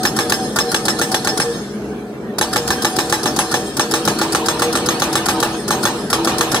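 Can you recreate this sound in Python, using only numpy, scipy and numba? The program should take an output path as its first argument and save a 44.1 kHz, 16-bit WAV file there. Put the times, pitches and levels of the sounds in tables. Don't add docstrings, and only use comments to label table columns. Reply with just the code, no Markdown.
import sys
import numpy as np
from scipy import signal
from scipy.fft import rfft, irfft
from scipy.io import wavfile
from scipy.ndimage import uniform_filter1d, map_coordinates
from numba import njit

SR = 44100
rng = np.random.default_rng(int(sys.argv[2]) if len(sys.argv) > 2 else 0)


def amp(db):
    return 10 ** (np.asarray(db, float) / 20)


def write(x):
    x = np.atleast_2d(x).T
    wavfile.write(sys.argv[1], SR, np.round(np.clip(x, -1, 1) * 32767).astype(np.int16))


N = 291060

# pitch_hz, level_db, t60_s
HOUSING_MODES = [(604, -7.5, 0.36), (783, -11, 0.13), (845, 9, 0.055), (985, 4, 0.038)]
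ROCK_MODES = [(1000, -13, 0.094), (1174, 2, 0.05), (1314, 0.5, 0.032), (1413, -6.5, 0.078)]
BRACKET_MODES = [(1602, -5, 0.094), (1750, 7.5, 0.043), (1830, -15, 0.11), (2180, 0, 0.029)]
CHISEL_MODES = [(3425, 0.5, 0.11), (3890, -1.5, 0.11), (4040, 7, 0.018), (4340, -2, 0.057),
                (4900, -5, 0.038), (5090, -26, 0.29), (5180, 0, 0.1), (6000, 0, 0.19), (6403, 7, 0.056),
                (6640, -43, .15), (7700, -4, 0.099), (8250, -0.5, 0.18), (9100, -31, .12),
                (9900, -6, 0.067), (10700, -4.5, 0.13), (11940, -6, 0.19), (13500, -23, 0.04),
                (14700, -24, 0.06), (15300, -12, 0.16)]
KNOCK_MODES = [(1270, -3.5, 0.0088), (1409, -4, 0.063), (1754, -10, 0.058)]
GROUND_MODES = [(115, -28, 0.0077), (181, 4, 0.023), (266, -3.5, 0.17), (342.5, 2.5, 0.12)]
CASING_MODES = [(1775, 0, 0.1), (3340, -5, 0.095), (4264, -11, 0.06), (5165, -8, 0.081), (5313, 2, 0.076),
                (6300, -4.5, 0.051), (7520, -11, 0.11), (8161, -0.5, 0.1), (9600, -8, 0.078),
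                (10560, -4, 0.069), (11200, -10.5, .1), (15040, -18, .1)]

# frequency_hz, level_db (per Hz)
GRIT_COLOUR = [(290, -52), (500, -0.5), (831, -8), (1820, -5), (2460, -10), (3860, -8.5), (6510, -12),
               (8830, -16.5), (12000, -17.5), (15100, -35), (16000, -57)]
HISS_COLOUR = [(410, -25), (700, 9.5), (1730, -3), (2840, -11), (3600, 0.5), (5120, 5), (5610, 2.5),
               (6570, -1), (10500, 0.5), (16000, -17.5)]
SLOPE_COLOUR = [(290, -7), (500, -14), (1030, -2), (1230, -1), (1740, 5), (2130, -16), (3920, -0.5),
                (7210, -11), (11000, -14), (14900, -34), (16000, -71)]
ENGINE_COLOUR = [(15, -80), (34, -58), (59, -10.5), (92, -24.5), (136, -7.5), (165, -7.5), (186, -6.5),
                 (202, -3.5), (316, -8), (381, -5.5), (415, -1), (476, -13), (1500, -29.5), (1950, -74.5),
                 (3300, -120)]
SITE_COLOUR = [(710, -5.5), (1200, -19), (1460, -6.5), (3610, -21.5), (6370, -27), (11000, -30.5),
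               (15500, -40)]
RUBBLE_COLOUR = [(300, -3), (520, -1), (800, 4.5), (1200, 0.5), (1800, -11), (2600, -5.5), (4500, -13),
                 (8000, -36)]

# time_s, level_db
ENGINE_LOAD = [
    (0.0, -23),
    (0.44, -24),
    (0.68, -25.5),
    (1.34, -27),
    (1.75, -29.5),
    (2.81, -27),
    (3.82, -26.5),
    (4.87, -24.5),
    (5.68, -26.5),
    (6.6, -24),
]

# frequency_hz, phase_rad
PORT_LEAD = [(0, 0), (1460, 0.1), (2500, 3.7), (3360, 4.2), (3880, 6.1), (5000, 6.1), (5510, 9.5),
             (7240, 12.3), (7750, 12.4), (8530, 15.3), (10600, 18.2), (12900, 15.9), (13600, 17.0),
             (16000, 19.5)]
# frequency_hz, difference_db
PORT_TILT = [(60, 0.5), (110, 0.5), (200, 0.5), (380, 1.0), (700, 0.0), (1290, -3.0), (2380, 0.5),
             (4400, -1.0), (8120, 1.0), (15000, 12.0)]
# frequency_hz, likeness (0-1)
PORT_LIKENESS = [(60, 0.95), (130, 0.99), (290, 0.97), (640, 0.88), (1410, 0.54), (3100, 0.15),
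                 (6820, 0.38), (15000, 0.03)]

# blow_s, strength_db, valve_lead_ms, knock_db
HAMMER_CYCLES = [
    (0.0515, -17, 21.5, 1),
    (0.1882, -17, 25, 4),
    (0.321, -17, 25, 2),
    (0.5869, -16.5, 27.2, 12.5),
    (0.7443, -18, 29, 4),
    (0.882, -16.5, 30, -1),
    (1.014, -18.5, 27.2, 3),
    (1.1433, -18, 28.4, 2.5),
    (1.2721, -19, 26.7, 5),
    (1.3993, -18.5, 27, 0),
                 (2.4115, -17, 28.7, 0), (2.5592, -18.5, 30, 4), (2.7043, -18, 29, 0),
                     (2.847, -17, 27.4, -6), (2.9865, -17.5, 26, -17), (3.1245, -17, 29, -14),
                     (3.2571, -18.5, 27, -18), (3.3891, -16.5, 27, -6), (3.5404, -18, 28, 9),
                     (3.795, -17, 28.6, -2), (3.938, -17, 28, 0), (4.0759, -16.5, 25, -3),
                     (4.2138, -17.5, 27.1, 5), (4.3479, -17, 26.9, 2), (4.4847, -17, 28, -6),
                     (4.62, -16.5, 27.5, 5), (4.753, -17.5, 26.8, 4.5), (4.8875, -17.5, 28.8, 3),
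                     (5.0199, -17.5, 24, -29), (5.1543, -17, 28, -4), (5.2854, -16.5, 28.6, 4),
                     (5.4272, -17, 27.4, -25), (5.7061, -18, 28, 3), (5.853, -16.5, 24.4, 4),
                     (6.129, -17, 29.2, 4), (6.273, -15.5, 28, 4), (6.4087, -15, 27, -3),
                     (6.5447, -15, 29.5, 3)]
# time_s, depth (0 skating, 1 buried), boom_weight_db
TIP_BITE = [(0.0, 0.18, -5), (1.0, 0.24, -7.5), (1.4, 0.27, -2.5), (2.4, 0.25, -2), (3.1, 0.58, -0.8),
            (3.6, 0.4, -1), (4.1, 0.94, -3.5), (4.9, 1.08, -5.5), (5.8, 0.93, 1), (6.2, 1.25, -11.5),
            (6.6, 0.78, -3)]


def along(table, hz):
    points_hz, values = np.transpose(table)
    return np.interp(np.log(hz + 1), np.log(points_hz + 1), values)


def noise(colour, patchy_db, patch_hz):
    hz = np.arange(N // 2 + 1) * SR / N
    alike = np.clip(along(PORT_LIKENESS, hz), 0, 1)
    mid, side = rfft(rng.standard_normal((2, N)))
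    mid = mid * np.sqrt(1 + alike)
    side = side * np.sqrt(1 - alike)
    crowd = np.interp(hz / patch_hz, np.arange(N // 100), rng.standard_normal(N // 100))
    spectrum = np.array([mid + side, mid - side]) * amp(along(colour, hz) + patchy_db * crowd)
    x = irfft(spectrum, N)
    return x / np.sqrt(np.mean(x ** 2))


def patches(x, depth_db, cell_hz, cell_s):
    hz, s, z = signal.stft(x, SR, nperseg=1024, noverlap=768)
    luck = rng.standard_normal((200, 1500))
    places = np.meshgrid(hz / cell_hz, s / cell_s, indexing="ij")
    cells = map_coordinates(luck, places, order=1, mode="wrap")
    return signal.istft(z * amp(depth_db * cells), SR, nperseg=1024, noverlap=768)[1][:, :N]


def walk(rate_hz):
    hold = int(SR / rate_hz)
    steps = np.repeat(rng.standard_normal(N // hold + 1), hold)
    return 1.348 * uniform_filter1d(uniform_filter1d(steps, hold), hold)[:N]


def clicks(times, gains):
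    x = np.zeros(N)
    np.add.at(x, np.clip((np.asarray(times) * SR).astype(int), 0, N - 1), gains)
    return x


def swell(x, rise_s, t60_s):
    t = np.arange(SR) / SR
    shape = (1 - np.exp(-t / rise_s)) * np.exp(-np.log(1000) * t / t60_s)
    power = signal.fftconvolve(x ** 2, (shape / shape.max()) ** 2)[:N]
    return np.sqrt(np.abs(power))


def ring(modes, times, db, scatter_db, shake):
    out = 0
    luck = rng.standard_normal((len(times), len(modes)))
    rattle = shake * rng.standard_normal(N)
    for k, (hz, mode_db, t60) in enumerate(modes):
        pole = np.exp(2j * np.pi * hz / SR - np.log(1000) / (t60 * SR))
        force = clicks(times, amp(db + scatter_db * luck[:, k])) + rattle
        resonance = signal.lfilter([0, pole.imag], [1, -2 * pole.real, abs(pole) ** 2], force)
        out = out + amp(mode_db) * resonance
    return out


def hum(hz, db, wander_hz, flutter_db, octave_db):
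    angle = 2 * np.pi * np.cumsum(hz + wander_hz * walk(25)) / SR
    octave = amp(octave_db + flutter_db * walk(8.8)) * np.sin(2 * angle)
    return np.sqrt(2) * amp(db + flutter_db * walk(18)) * (np.sin(angle) + octave)


def cycles():
    return np.transpose(HAMMER_CYCLES)


def bite(t):
    s, depth, weight_db = np.transpose(TIP_BITE)
    return np.interp(t, s, depth), np.interp(t, s, weight_db)


def share(skating_db, buried_db, depth):
    return skating_db + (buried_db - skating_db) * depth


def site():
    return amp(-40.5) * patches(noise(SITE_COLOUR, 1.5, 120), 6, 110, .05)


def engine():
    s, db = np.transpose(ENGINE_LOAD)
    load_db = np.interp(np.arange(N) / SR, s, db)
    return amp(load_db + 1.72 * walk(20)) * noise(ENGINE_COLOUR, 1.6, 31.75)


def pump_and_boom():
    t = np.arange(N) / SR
    struck = np.append(0, cycles()[0])
    since = t - struck[np.searchsorted(struck, t, side="right") - 1]
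    smooth = int(SR / 50)
    dying_db = uniform_filter1d(np.clip(172 * (0.11 - since), -19.5, 0), smooth)
    idle = uniform_filter1d(np.clip((since - 0.08) / 0.18, 0, 1), smooth)
    depth = bite(t)[0]
    boom = hum(327, share(-38, -27, depth) + dying_db, 3, 3, -40)
    hoses = hum(472.7, -32 + dying_db, 5, 4.5, -40)
    arm = hum(751, share(-30.5, -38, depth) + dying_db, 8, 4.5, -40)
    pump_db = -42.5 + (-34 + 42.5) * idle
    pump = hum(205.3, pump_db, 2.5, 2.2, -7)
    return pump + boom + hoses + arm


def slope_tail(s, blow_db):
    near = clicks(np.append(0, s), amp(np.append(-22, blow_db)))
    far = clicks(s + 0.097, amp(blow_db))
    envelope = swell(near, 0.0015, 0.83) + amp(-11) * swell(far, 0.011, 1.7)
    return amp(-14.5) * envelope * patches(noise(SLOPE_COLOUR, 5.6, 70), 7.4, 99.95, .05)


def casing(s, blow_db, depth):
    free = amp(blow_db + share(-47.5, -52.5, depth))
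    far = swell(clicks(s + 0.097, free), 0.014, 0.55)
    feed = swell(clicks(s, free), 0.0067, 0.9) + amp(-2) * far
    ports = []
    for port in "LR":
        rings = ring(CASING_MODES, [0], -99, 0, feed)
        ports.append(patches(rings[None], 4.3, 251.3, 0.039)[0])
    return np.array(ports)


def rubble(s, rock_db):
    envelope = swell(clicks(s, amp(rock_db)), 0.037, 0.48)
    return amp(-10.0) * envelope * patches(noise(RUBBLE_COLOUR, 2, 60.9), 4.3, 133.6, .02)


def valve_puffs():
    s, blow_db, lead_ms, knock_db = cycles()
    s = s - lead_ms / 1e3
    hiss_db = blow_db - 2.25
    jet = amp(2.5 * walk(400)) * patches(noise(HISS_COLOUR, 1.5, 200), 2.5, 300, .03)
    hiss = amp(1.0) * swell(clicks(s, amp(hiss_db)), 0.0037, 0.058) * jet
    shake = amp(-27.0) * swell(clicks(s, amp(hiss_db + knock_db)), 0.015, 0.061)
    knock = ring(KNOCK_MODES, s, hiss_db + knock_db - 13, 0.83, shake)
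    return hiss + knock


def grit_and_slap(strength):
    grit = swell(strength, 0.0032, 0.072) * amp(4.3 * walk(500)) * noise(GRIT_COLOUR, 2.6, 150.8)
    late = np.roll(strength, int(0.013 * SR))
    texture = patches(noise(GRIT_COLOUR, 3.0, 89.6), 7.2, 130.1, .03)
    slap = amp(-6) * swell(late, 0.0083, 0.094) * texture
    return grit + slap


def loose_ping(s, blow_db, depth):
    luck_db = 2.5 * rng.standard_normal(len(s))
    loose = clicks(s + 0.014, amp(blow_db + share(2.5, -12, depth) + luck_db))
    angle = 2 * np.pi * np.cumsum(5313 + 10 * walk(60)) / SR
    return swell(loose, .015, .07) * amp(1.5 * walk(120)) * np.sin(angle)


def struck_parts(s, blow_db, rock_db, bracket_db, thud_db):
    shake = amp(-36) * swell(clicks(s, amp(thud_db)), .002, .25)
    x = ring(CHISEL_MODES, s + 0.00036, blow_db - 6, 4, amp(-4.0) * shake)
    x = x + ring(ROCK_MODES, s + 0.001412, rock_db + 0.5, 1, shake)
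    x = x + ring(BRACKET_MODES, s + 0.0015, bracket_db + 0.5, 1, shake)
    x = x + ring(HOUSING_MODES, s + 0.003693, thud_db - 0.5, 1, shake)
    x = x + ring(GROUND_MODES, s - .008, np.full(len(s), -20.), 0.39, shake)
    return signal.sosfilt(signal.butter(4, 95, "high", fs=SR, output="sos"), x)


def blows():
    s, blow_db = cycles()[:2]
    depth, weight_db = bite(s)
    rock_db = blow_db + share(-9, 2.5, depth)
    bracket_db = blow_db + share(1.5, -10.5, depth)
    scatter = slope_tail(s, blow_db) + casing(s, blow_db, depth) + rubble(s, rock_db)
    burst = grit_and_slap(clicks(s, amp(blow_db))) + loose_ping(s, blow_db, depth)
    return scatter + burst + struck_parts(s, blow_db, rock_db, bracket_db, blow_db + weight_db)


def scene():
    return site() + engine() + pump_and_boom() + valve_puffs() + blows()


@njit
def gain_control(x, top, attack, release, slope):
    gain, e = np.ones(len(x)), 0.
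    for i in range(len(x)):
        e += (x[i] - e) * (attack if x[i] > e else release)
        if e > top:
            gain[i] = (top / e) ** slope
    return gain


def top_cut(x):
    return signal.sosfilt(signal.butter(12, 16480, fs=SR, output="sos"), x)


def record(dry):
    hz = np.arange(N // 2 + 1) * SR / N
    lead = np.interp(hz, *np.transpose(PORT_LEAD))
    half = amp(along(PORT_TILT, hz) / 2) * np.exp(.5j * lead)
    x = irfft(rfft(dry) * np.array([half, 1 / half]), N)
    peaks = np.abs(x).max(axis=0)
    gain = gain_control(peaks, amp(-14.5), 1 / (0.013 * SR), 1 / (0.12 * SR), 0.6)
    x = x * gain * amp(1.5)
    x = np.tanh(0.9 * x) / 0.89
    x = signal.sosfilt(signal.ellip(6, .5, 40, 15550, fs=SR, output="sos"), x)
    x = signal.sosfilt(signal.butter(2, 42, "high", fs=SR, output="sos"), x)
    return top_cut(x)


dry = scene()
out = record(dry)
write(out)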